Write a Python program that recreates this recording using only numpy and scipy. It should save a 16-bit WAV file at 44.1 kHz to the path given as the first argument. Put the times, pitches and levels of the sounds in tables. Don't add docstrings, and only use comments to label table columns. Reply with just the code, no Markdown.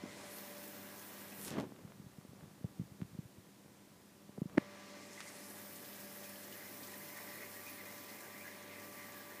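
import sys
import numpy as np
from scipy import signal
from scipy.fft import rfft, irfft
from scipy.io import wavfile
from scipy.ndimage import uniform_filter1d

SR = 44100
rng = np.random.default_rng(int(sys.argv[2]) if len(sys.argv) > 2 else 0)


def inscribe(sig):
    pcm = np.round(np.clip(np.atleast_2d(sig).T, -1, 1) * 32767)
    wavfile.write(sys.argv[1], SR, pcm.astype(np.int16))


N = 414540
TIME = np.arange(N) / SR
TOP_HZ = 15400


# f/Hz, width/Hz, level/dB
OVERFLOW_RINGS = [(293, 37, -13), (850, 120, -13.5), (1554, 90, -6), (1954, 40, -11), (2030, 50, -3),
                  (4270, 120, -9), (5260, 220, -5.5)]

def water():
    wash = rush()
    ring = sum(undb(db) * resonance(wash, hz, hz / width) for hz, width, db in OVERFLOW_RINGS)
    return wash + ring + resonance(trickle() + splashes(), hz=610, q=0.32, high=True)


# f/Hz, level/dB per Hz
RUSH_TONE = [(45, -118), (75, -108), (130, -93), (220, -87), (290, -85.5), (360, -88), (700, -92.5),
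             (1150, -95), (1400, -97), (1700, -98), (2200, -97.5), (3200, -100.5), (4500, -100.4),
             (6000, -100), (7500, -101.8), (15000, -102)]
# t/s, rush level/dB, spray level/dB
WATER_SWELLS = [(0, 0.5, -4.5), (.35, 3.5, 0.5), (.7, 2.1, -0.5), (4.6, -0.3, -2.5), (5.3, 1, 0.5),
                (6.3, 1.3, 0.5), (7.3, 1.8, 1.2), (8.45, 0.5, -0.1), (8.66, 2.2, -3), (8.9, 1.3, 0.1),
                (9.4, 1.2, -2.5)]

def rush():
    rush_db, spray_db = curves(WATER_SWELLS)
    drops = unit(rng.standard_normal(N) + 0.5 * grains(rate=2500, spread_db=2))
    spectrum = rfft(colour(drops, RUSH_TONE))
    band = np.sqrt(np.fft.rfftfreq(N, 1 / SR) / 100)
    sputter_db = 0.5 * drift(rate=65)
    out = np.zeros(N)
    for k in range(14):
        part = irfft(spectrum * np.maximum(1 - np.abs(band - k), 0), N)
        level_db = spray_db + sputter_db if k >= 7 else rush_db
        out += part * undb(level_db + 1.05 * drift(rate=36))
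    return out


# t/s, f/Hz
TRICKLE_PITCH = [(.3, 2040), (.65, 1690), (1.2, 1690), (5, 2000), (5.7, 1690), (6.3, 1730), (6.65, 1900),
                 (7.4, 2030), (8.6, 2005), (9.3, 1860)]
# f/Hz, width/Hz, level/dB
DRAIN_RINGS = [(1655, 70, -3), (1734, 32, 1), (1848, 40, -0.5), (1938, 35, 1), (2037, 30, 0.5),
               (2173, 55, 0.5), (2315, 56, -4), (2466, 64, 3.5)]

def trickle():
    stream = np.zeros(N)
    centre_hz, = curves(TRICKLE_PITCH)
    for when, pitch, size, ring in rng.random((6000, 4)):
        hz = centre_hz[int(when * N)] * (pitch / (1 - pitch)) ** 0.0685
        add(stream, when * N / SR, bubble(min(hz, TOP_HZ), cycles=18 + 45 * ring), db=8 * size)
    piped = sum((-1) ** k * undb(db) * resonance(stream, hz, hz / width)
                for k, (hz, width, db) in enumerate(DRAIN_RINGS))
    past_pipe = undb(-11) * stream
    approach_db = np.interp(TIME, (6, 7.24), (-63.5, -58.5))
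    return unit(piped + past_pipe) * undb(approach_db) + gulps()


# t/s, f/Hz, level/dB, length/s
GULPS = [(0.071, 2090, -52, 0.045), (1.315, 2520, -53, 0.021), (5.002, 2060, -54, 0.033),
         (5.175, 1985, -45, 0.039), (5.256, 2040, -49, .04), (6.242, 2460, -50, 0.034),
         (6.551, 2030, -50, 0.14), (7.161, 1970, -43, 0.033), (7.167, 1740, -49, 0.022),
         (7.258, 1935, -46, 0.17), (7.403, 2080, -45.5, 0.052), (7.536, 1860, -48, 0.042),
         (7.664, 2440, -45, .025), (7.78, 2010, -47.5, 0.035), (7.855, 1940, -47, 0.05),
         (8.217, 1610, -50, .05), (8.33, 2050, -48, 0.045), (8.399, 2350, -48, .05),
         (8.444, 1680, -43, 0.032), (8.457, 1940, -48, 0.026), (8.658, 2450, -51, 0.13),
         (8.693, 2120, -48, 0.047), (8.967, 2050, -49, 0.082), (9.145, 1690, -46, 0.067),
         (9.294, 1780, -47, 0.032), (9.359, 2010, -49, 0.045)]

def gulps():
    out = np.zeros(N)
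    for s, hz, db, length in GULPS:
        cloud = np.zeros(SR // 4)
        scatter = 0.038 * min(1, 0.055 / length)
        for when, pitch, size in rng.random((24, 3)):
            bubble_hz = hz * (1 + scatter * (2 * pitch - 1))
            add(cloud, when * length, bubble(bubble_hz, cycles=44), db=6 * size)
        add(out, s, cloud, db)
    return cabinet(out, ring_s=0.26, wet=0.81)


def bubble(hz, cycles, rise=0.012):
    age = TIME[:int(cycles / hz * SR)] * hz / cycles
    return np.sin(2 * np.pi * cycles * age * (1 + rise * age)) * undb(-60 * age)


# t/s, f/Hz, level/dB, fade time/s
SPURTS = [(0.384, 4700, -43.5, 0.002), (.563, 3900, -54, .012), (.676, 10000, -50, 0.0062),
          (5.204, 2980, -48, .012), (5.272, 5950, -49, .016), (5.496, 8500, -49.5, 0.017),
          (5.577, 8000, -52, 0.018), (5.655, 5300, -53, .012), (5.757, 7200, -48, 0.013),
          (5.843, 4100, -51, .012), (5.924, 3380, -49, 0.022), (6.145, 12100, -53, 0.025),
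          (6.2, 6000, -56, .014), (6.237, 5000, -48, 0.013), (6.29, 9300, -52, .014),
          (6.426, 7000, -52, .018), (6.568, 9800, -53, .01), (6.77, 5600, -51, .022),
          (6.826, 4250, -46.5, 0.024), (6.868, 6950, -48, .014), (6.97, 9800, -52, .02),
          (7.167, 8000, -52, 0.013), (7.226, 12000, -53, 0.011), (7.334, 8600, -54, 0.011),
          (7.54, 9800, -52, .016), (7.727, 3600, -49, 0.0092), (7.85, 6000, -53, 0.02),
          (7.97, 5500, -51.5, 0.034), (8.083, 4600, -49, 0.025), (8.203, 8400, -48.5, 0.012),
          (8.624, 6500, -53, .012), (8.674, 4400, -51, .012), (8.921, 5600, -53, 0.013),
          (9.116, 7000, -51, .014)]
# t/s, bubble f/Hz, level/dB
DRIPS = [(.384, 4480, -50), (6.237, 3060, -49), (6.358, 3000, -46), (6.526, 2940, -42.5),
         (6.528, 4800, -50), (6.831, 4350, -47), (6.866, 4750, -50), (6.873, 6300, -49)]

def splashes():
    out, t = np.zeros(N), TIME[:SR // 8]
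    for s, hz, db, fade_s in SPURTS:
        age = t / fade_s
        shower = rng.standard_normal(len(t)) * np.minimum(age / 0.33, 1) * np.exp(-age)
        add(out, s, resonance(resonance(shower, hz, q=1), hz, q=1), db)
    for s, hz, db in DRIPS:
        tick = np.diff(rng.standard_normal(len(t)) * np.exp(-t / 0.002))
        add(out, s, tick, db - 6)
        add(out, s, bubble(hz, cycles=51, rise=0.057), db)
    return cabinet(out, ring_s=0.2, wet=0.29)


def cabinet(x, ring_s, wet):
    t = TIME[:SR // 2]
    tail = rng.standard_normal(len(t)) * undb(-60 * t / ring_s)
    return x + wet * signal.fftconvolve(x, tail / np.linalg.norm(tail))[:N]


# t/s, f/Hz
PORT_PITCH = [(0, 5970), (.12, 7960), (.24, 8750), (.33, 11000), (.42, 15600), (.95, 17000), (1.38, 13500),
              (1.49, 8500), (1.55, 4950), (1.68, 1380), (4.57, 1500), (4.6, 5100), (4.92, 6300),
              (5.7, 15500), (7.4, 15300), (8.65, 20600), (9, 17600), (9.4, 17200)]

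def port(x, leak_db=-24, seal_db=-4, width_hz=5750):
    f, times, frames = signal.stft(x, SR, nperseg=512, noverlap=384)
    when, pitch = np.transpose(PORT_PITCH)
    hz = np.exp(np.interp(times, when, np.log(pitch)))
    gain = hz ** 2 / np.hypot(hz ** 2 - f[:, None] ** 2, f[:, None] * width_hz)
    seal = undb(seal_db * np.clip(2 - hz / 1600, 0, 1))
    heard = frames * np.hypot(gain * seal, undb(leak_db))
    return signal.istft(heard, SR, nperseg=512, noverlap=384)[1][:N]


REST_S, PEEL_S = 1.66, 4.5795

def peel():
    out, t = np.zeros(N), TIME[:SR // 50]
    gap_s, slowing_s, crack_hz = 0.00337, 0.00025, 1850
    for k in range(-2, 2):
        s = PEEL_S + k * gap_s + k * k * slowing_s / 2
        soft_ms = 0.35 * 0.79 ** k
        add(out, s - soft_ms / 1000, push(soft_ms, swing_hz=173), db=-14 - 8.5 * abs(k))
        add(out, s, snap(hz=1570 + 340 * k, q=1.8), db=-27.5 - 10 * abs(k))
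        tear = rng.standard_normal(len(t)) * np.exp(-t / 0.00081)
        crack = resonance(resonance(tear, crack_hz, q=1.6), crack_hz, q=1.6)
        add(out, s, crack, db=-23.5 - 10 * abs(k))
    return out


# t/s, level/dB, softness/ms, trapped air f/Hz
FINGER_BUMPS = [(.0365, -34.5, 0.55, 244), (.057, -41, 0.23, 250), (1.7212, -42.5, .19, 200),
                (1.848, -41.5, 1.1, 150), (1.998, -43.5, 0.9, 166), (2.042, -51, 1.6, 160),
                (2.064, -44.5, 1.5, 150), (2.184, -43.5, 0.95, 170), (2.25, -46.5, 0.32, 190),
                (2.29, -48, 1.5, 170), (2.315, -48, 1, 170), (2.333, -45, 0.33, 230),
                (2.425, -47, 1.5, 170), (2.438, -47, 1.2, 170), (2.611, -46.5, .8, 200),
                (2.644, -28.5, 0.57, 152), (2.6455, -29.5, 0.66, 137), (2.655, -42, 0.56, 130),
                (2.707, -52, 1, 150), (2.785, -50, .9, 190), (2.796, -30, 0.99, 170),
                (2.8125, -35.5, 0.9, 147), (2.834, -49, 0.77, 150), (2.85, -52, 1.3, 150),
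                (2.916, -47, 1.7, 140), (3.003, -42, 0.49, 200), (3.0192, -31, 0.89, 165),
                (3.03, -43, 0.87, 170), (3.045, -47, 1.6, 135), (3.13, -47, 1.1, 170),
                (3.149, -42.5, 1, 175), (3.1885, -33, 0.87, 154), (3.253, -47, 1.6, 131),
                (3.381, -50.5, 1.6, 125), (4.293, -44.5, 0.33, 189), (4.376, -49, 0.3, 420),
                (4.379, -40, 0.23, 420), (4.3825, -36, 0.55, 174), (4.418, -26.5, 0.55, 169),
                (4.4567, -34.5, 0.75, 175)]
# t/s, level/dB, f/Hz
SKIN_TICKS = [(1.4147, -31.5, 10000), (1.4495, -29.5, 8850), (1.4585, -40, 7500), (1.463, -41, 8000),
              (1.4795, -32, 7500), (1.4815, -30, 3300), (1.506, -30, 5800), (1.6004, -31.5, 3600),
              (1.6085, -39, 4200), (1.611, -40, 3400), (1.62, -43, 4000), (1.763, -46, 1400),
              (1.921, -43, 895), (2.213, -49, 900), (2.4095, -46.5, 1000), (3.0159, -40, 1290),
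              (3.0306, -46, 1400), (4.4975, -46.5, 1000), (5.2048, -32.5, 1400), (5.2057, -31, 4500),
              (5.2135, -35, 2200)]

def bumps_and_ticks():
    out = np.zeros(N)
    for s, db, soft_ms, swing_hz in FINGER_BUMPS:
        add(out, s - soft_ms / 1000, push(soft_ms, swing_hz), db)
    for s, db, hz in SKIN_TICKS:
        add(out, s, snap(hz, q=0.57), db)
    return out


def push(soft_ms, swing_hz):
    age = TIME[:SR // 16] * 1000 / soft_ms
    squeeze = age ** 4 * np.exp(-1.35 * age)
    swing = resonance(squeeze, swing_hz, q=1.8, high=True)
    return resonance(swing, hz=70, q=0.54, high=True)


def snap(hz, q):
    t = TIME[:SR // 16]
    return -resonance(t * np.exp(-t * hz * 14), hz, q)


# f/Hz, level/dB
CREEP_TONE = [(20, -27), (50, -19), (110, -2.5), (170, 0.5), (300, -11.5), (500, -12), (900, -19),
              (2000, -25), (6000, -50), (15000, -64)]
# f/Hz, level/dB
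SCUFF_TONE = [(30, -41), (110, -19), (240, 10.5), (340, 5), (470, -1), (800, -7.5), (1150, -11.5),
              (1500, -18), (3000, -26), (15000, -47)]
# f/Hz, level/dB
SKIN_TONE = [(300, -5), (2800, 4), (4300, -3), (6500, -2), (9000, 1.5), (15000, 7.5)]

def rubbing():
    rumble_db, hiss_db = finger_levels()
    creep = friction(CREEP_TONE, rate=260, spread_db=3, noise=1)
    scuff = friction(SCUFF_TONE, rate=1700, spread_db=1, noise=0.31)
    hiss = friction(SKIN_TONE, rate=4500, spread_db=4, noise=0.95)
    speed = np.clip((rumble_db + 63.5) / 18, 0, 1)
    rumble = creep * (1 - 0.57 * speed) + scuff * speed
    return rumble * undb(rumble_db), hiss * undb(hiss_db)


def friction(tone, rate, spread_db, noise):
    slips = grains(rate, spread_db) + noise * rng.standard_normal(N)
    return unit(colour(slips, tone))


# peak t/s, rise/s, fall/s, rumble level/dB, hiss level/dB
FINGER_SLIDES = [(.07, 0.15, 0.4, -55.5, -65), (.33, 0.3, 0.18, -72, -61.5), (1.47, 0.14, 0.85, -50, -51),
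                 (1.582, 0.12, 0.12, -34.5, -60), (1.8, 0.29, 0.54, -55, -77), (2.45, 0.3, 0.33, -57, -77),
                 (4.55, 0.19, 0.15, -51.5, -73), (5.24, 0.16, .4, -86, -69)]

def finger_levels():
    resting = (TIME > REST_S) & (TIME < PEEL_S)
    creep_db = -65 - (TIME - REST_S)
    rumble, hiss = [np.where(resting, creep_db, -np.inf)], []
    for s, rise, fall, rumble_db, hiss_db in FINGER_SLIDES:
        fade_db = -24.5 * np.maximum((s - TIME) / rise, (TIME - s) / fall)
        rumble.append(rumble_db + fade_db)
        hiss.append(hiss_db + fade_db)
    return np.max(rumble, axis=0), np.max(hiss, axis=0)


# f/Hz, level/dB
PUMP_HUM = [(300, -76), (385, -72.5), (500, -84.5), (600, -81), (700, -83), (1084, -84), (1302, -86.5),
            (1938, -80.5), (2336, -81), (2467, -83)]
WHINE_HZ = (100, 200, 584, 1001, 1168)
WHINE_DB = (-72.5, -62.5, -64, -70, -66.5)
# t/s, half length/s, level change/dB
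STANDING_WAVES = [
    [(3.3, 1.5, -4)],
    [(8.6, 2.8, -3.5)],
    [(.45, 0.4, 5), (1.9, 0.75, -17), (3.5, 0.59, -13)],
    [(.73, 0.083, -14), (1.35, 0.092, -12), (5.85, 0.65, -28)],
    [(.6, 1.2, -13), (3.6, 0.49, -20), (6.1, 1.2, -8)],
]

def pumps():
    tones = list(PUMP_HUM)
    for hz, db, spots in zip(WHINE_HZ, WHINE_DB, STANDING_WAVES):
        passing_db = sum(change * np.exp(-((TIME - s) / half) ** 2) for s, half, change in spots)
        tones.append((hz, db + passing_db))
    motor_time = TIME + 0.000615 * np.cumsum(drift(rate=5)) / SR
    out = np.zeros(N)
    for hz, db in tones:
        phase = hz * motor_time + rng.random()
        waver_db = 1.35 * drift(rate=9) + 1.15 * drift(rate=40)
        out += np.sqrt(2) * undb(db + waver_db) * np.sin(2 * np.pi * phase)
    return out


# f/Hz, level/dB per Hz
MICROPHONE_TONE = [(20, -121), (45, -119), (100, -108), (1000, -106), (3000, -108), (8000, -109.5),
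                   (15000, -112.5)]

def microphone_hiss():
    return colour(rng.standard_normal(N), MICROPHONE_TONE)


def undb(db):
    return 10 ** (np.asarray(db) / 20)


def unit(x):
    return x / np.sqrt(np.mean(x ** 2))


def curves(table):
    s, *columns = np.transpose(table)
    return [np.interp(TIME, s, column) for column in columns]


def colour(x, tone):
    hz, db = np.transpose(tone)
    f = np.maximum(np.fft.rfftfreq(N, 1 / SR), 1)
    gain = undb(np.interp(np.log(f), np.log(hz), db))
    return irfft(rfft(x) * gain, N) * np.sqrt(SR / 2)


def resonance(x, hz, q, high=False):
    g = np.tan(np.pi * min(hz, TOP_HZ) / SR)
    top = [1, -2, 1] if high else [g / q, 0, -g / q]
    return signal.lfilter(top, [1 + g / q + g * g, 2 * (g * g - 1), 1 - g / q + g * g], x)


def drift(rate):
    k = int(SR / rate)
    steps = np.repeat(rng.standard_normal(N // k + 1), k)[:N]
    return unit(uniform_filter1d(uniform_filter1d(steps, k), k))


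def grains(rate, spread_db):
    hits = (rng.random(N) < rate / SR) * rng.standard_normal(N)
    return unit(hits * undb(spread_db * rng.standard_normal(N)))


def add(out, s, x, db):
    i = int(np.clip(s * SR, 0, len(out) - 1))
    out[i:i + len(x)] += (x * undb(db) / np.abs(x).max())[:len(out) - i]


def scene():
    rumble, skin_hiss = rubbing()
    swish = port(skin_hiss, leak_db=0, seal_db=0)
    through_port = port(water() + pumps() + swish)
    finger = rumble + bumps_and_ticks() + peel()
    mono = through_port + finger + microphone_hiss()
    return np.array([mono, mono])


def record(dry):
    return signal.sosfilt(signal.ellip(12, 0.1, 70, TOP_HZ, fs=SR, output="sos"), dry)


dry = scene()
out = record(dry)
inscribe(out)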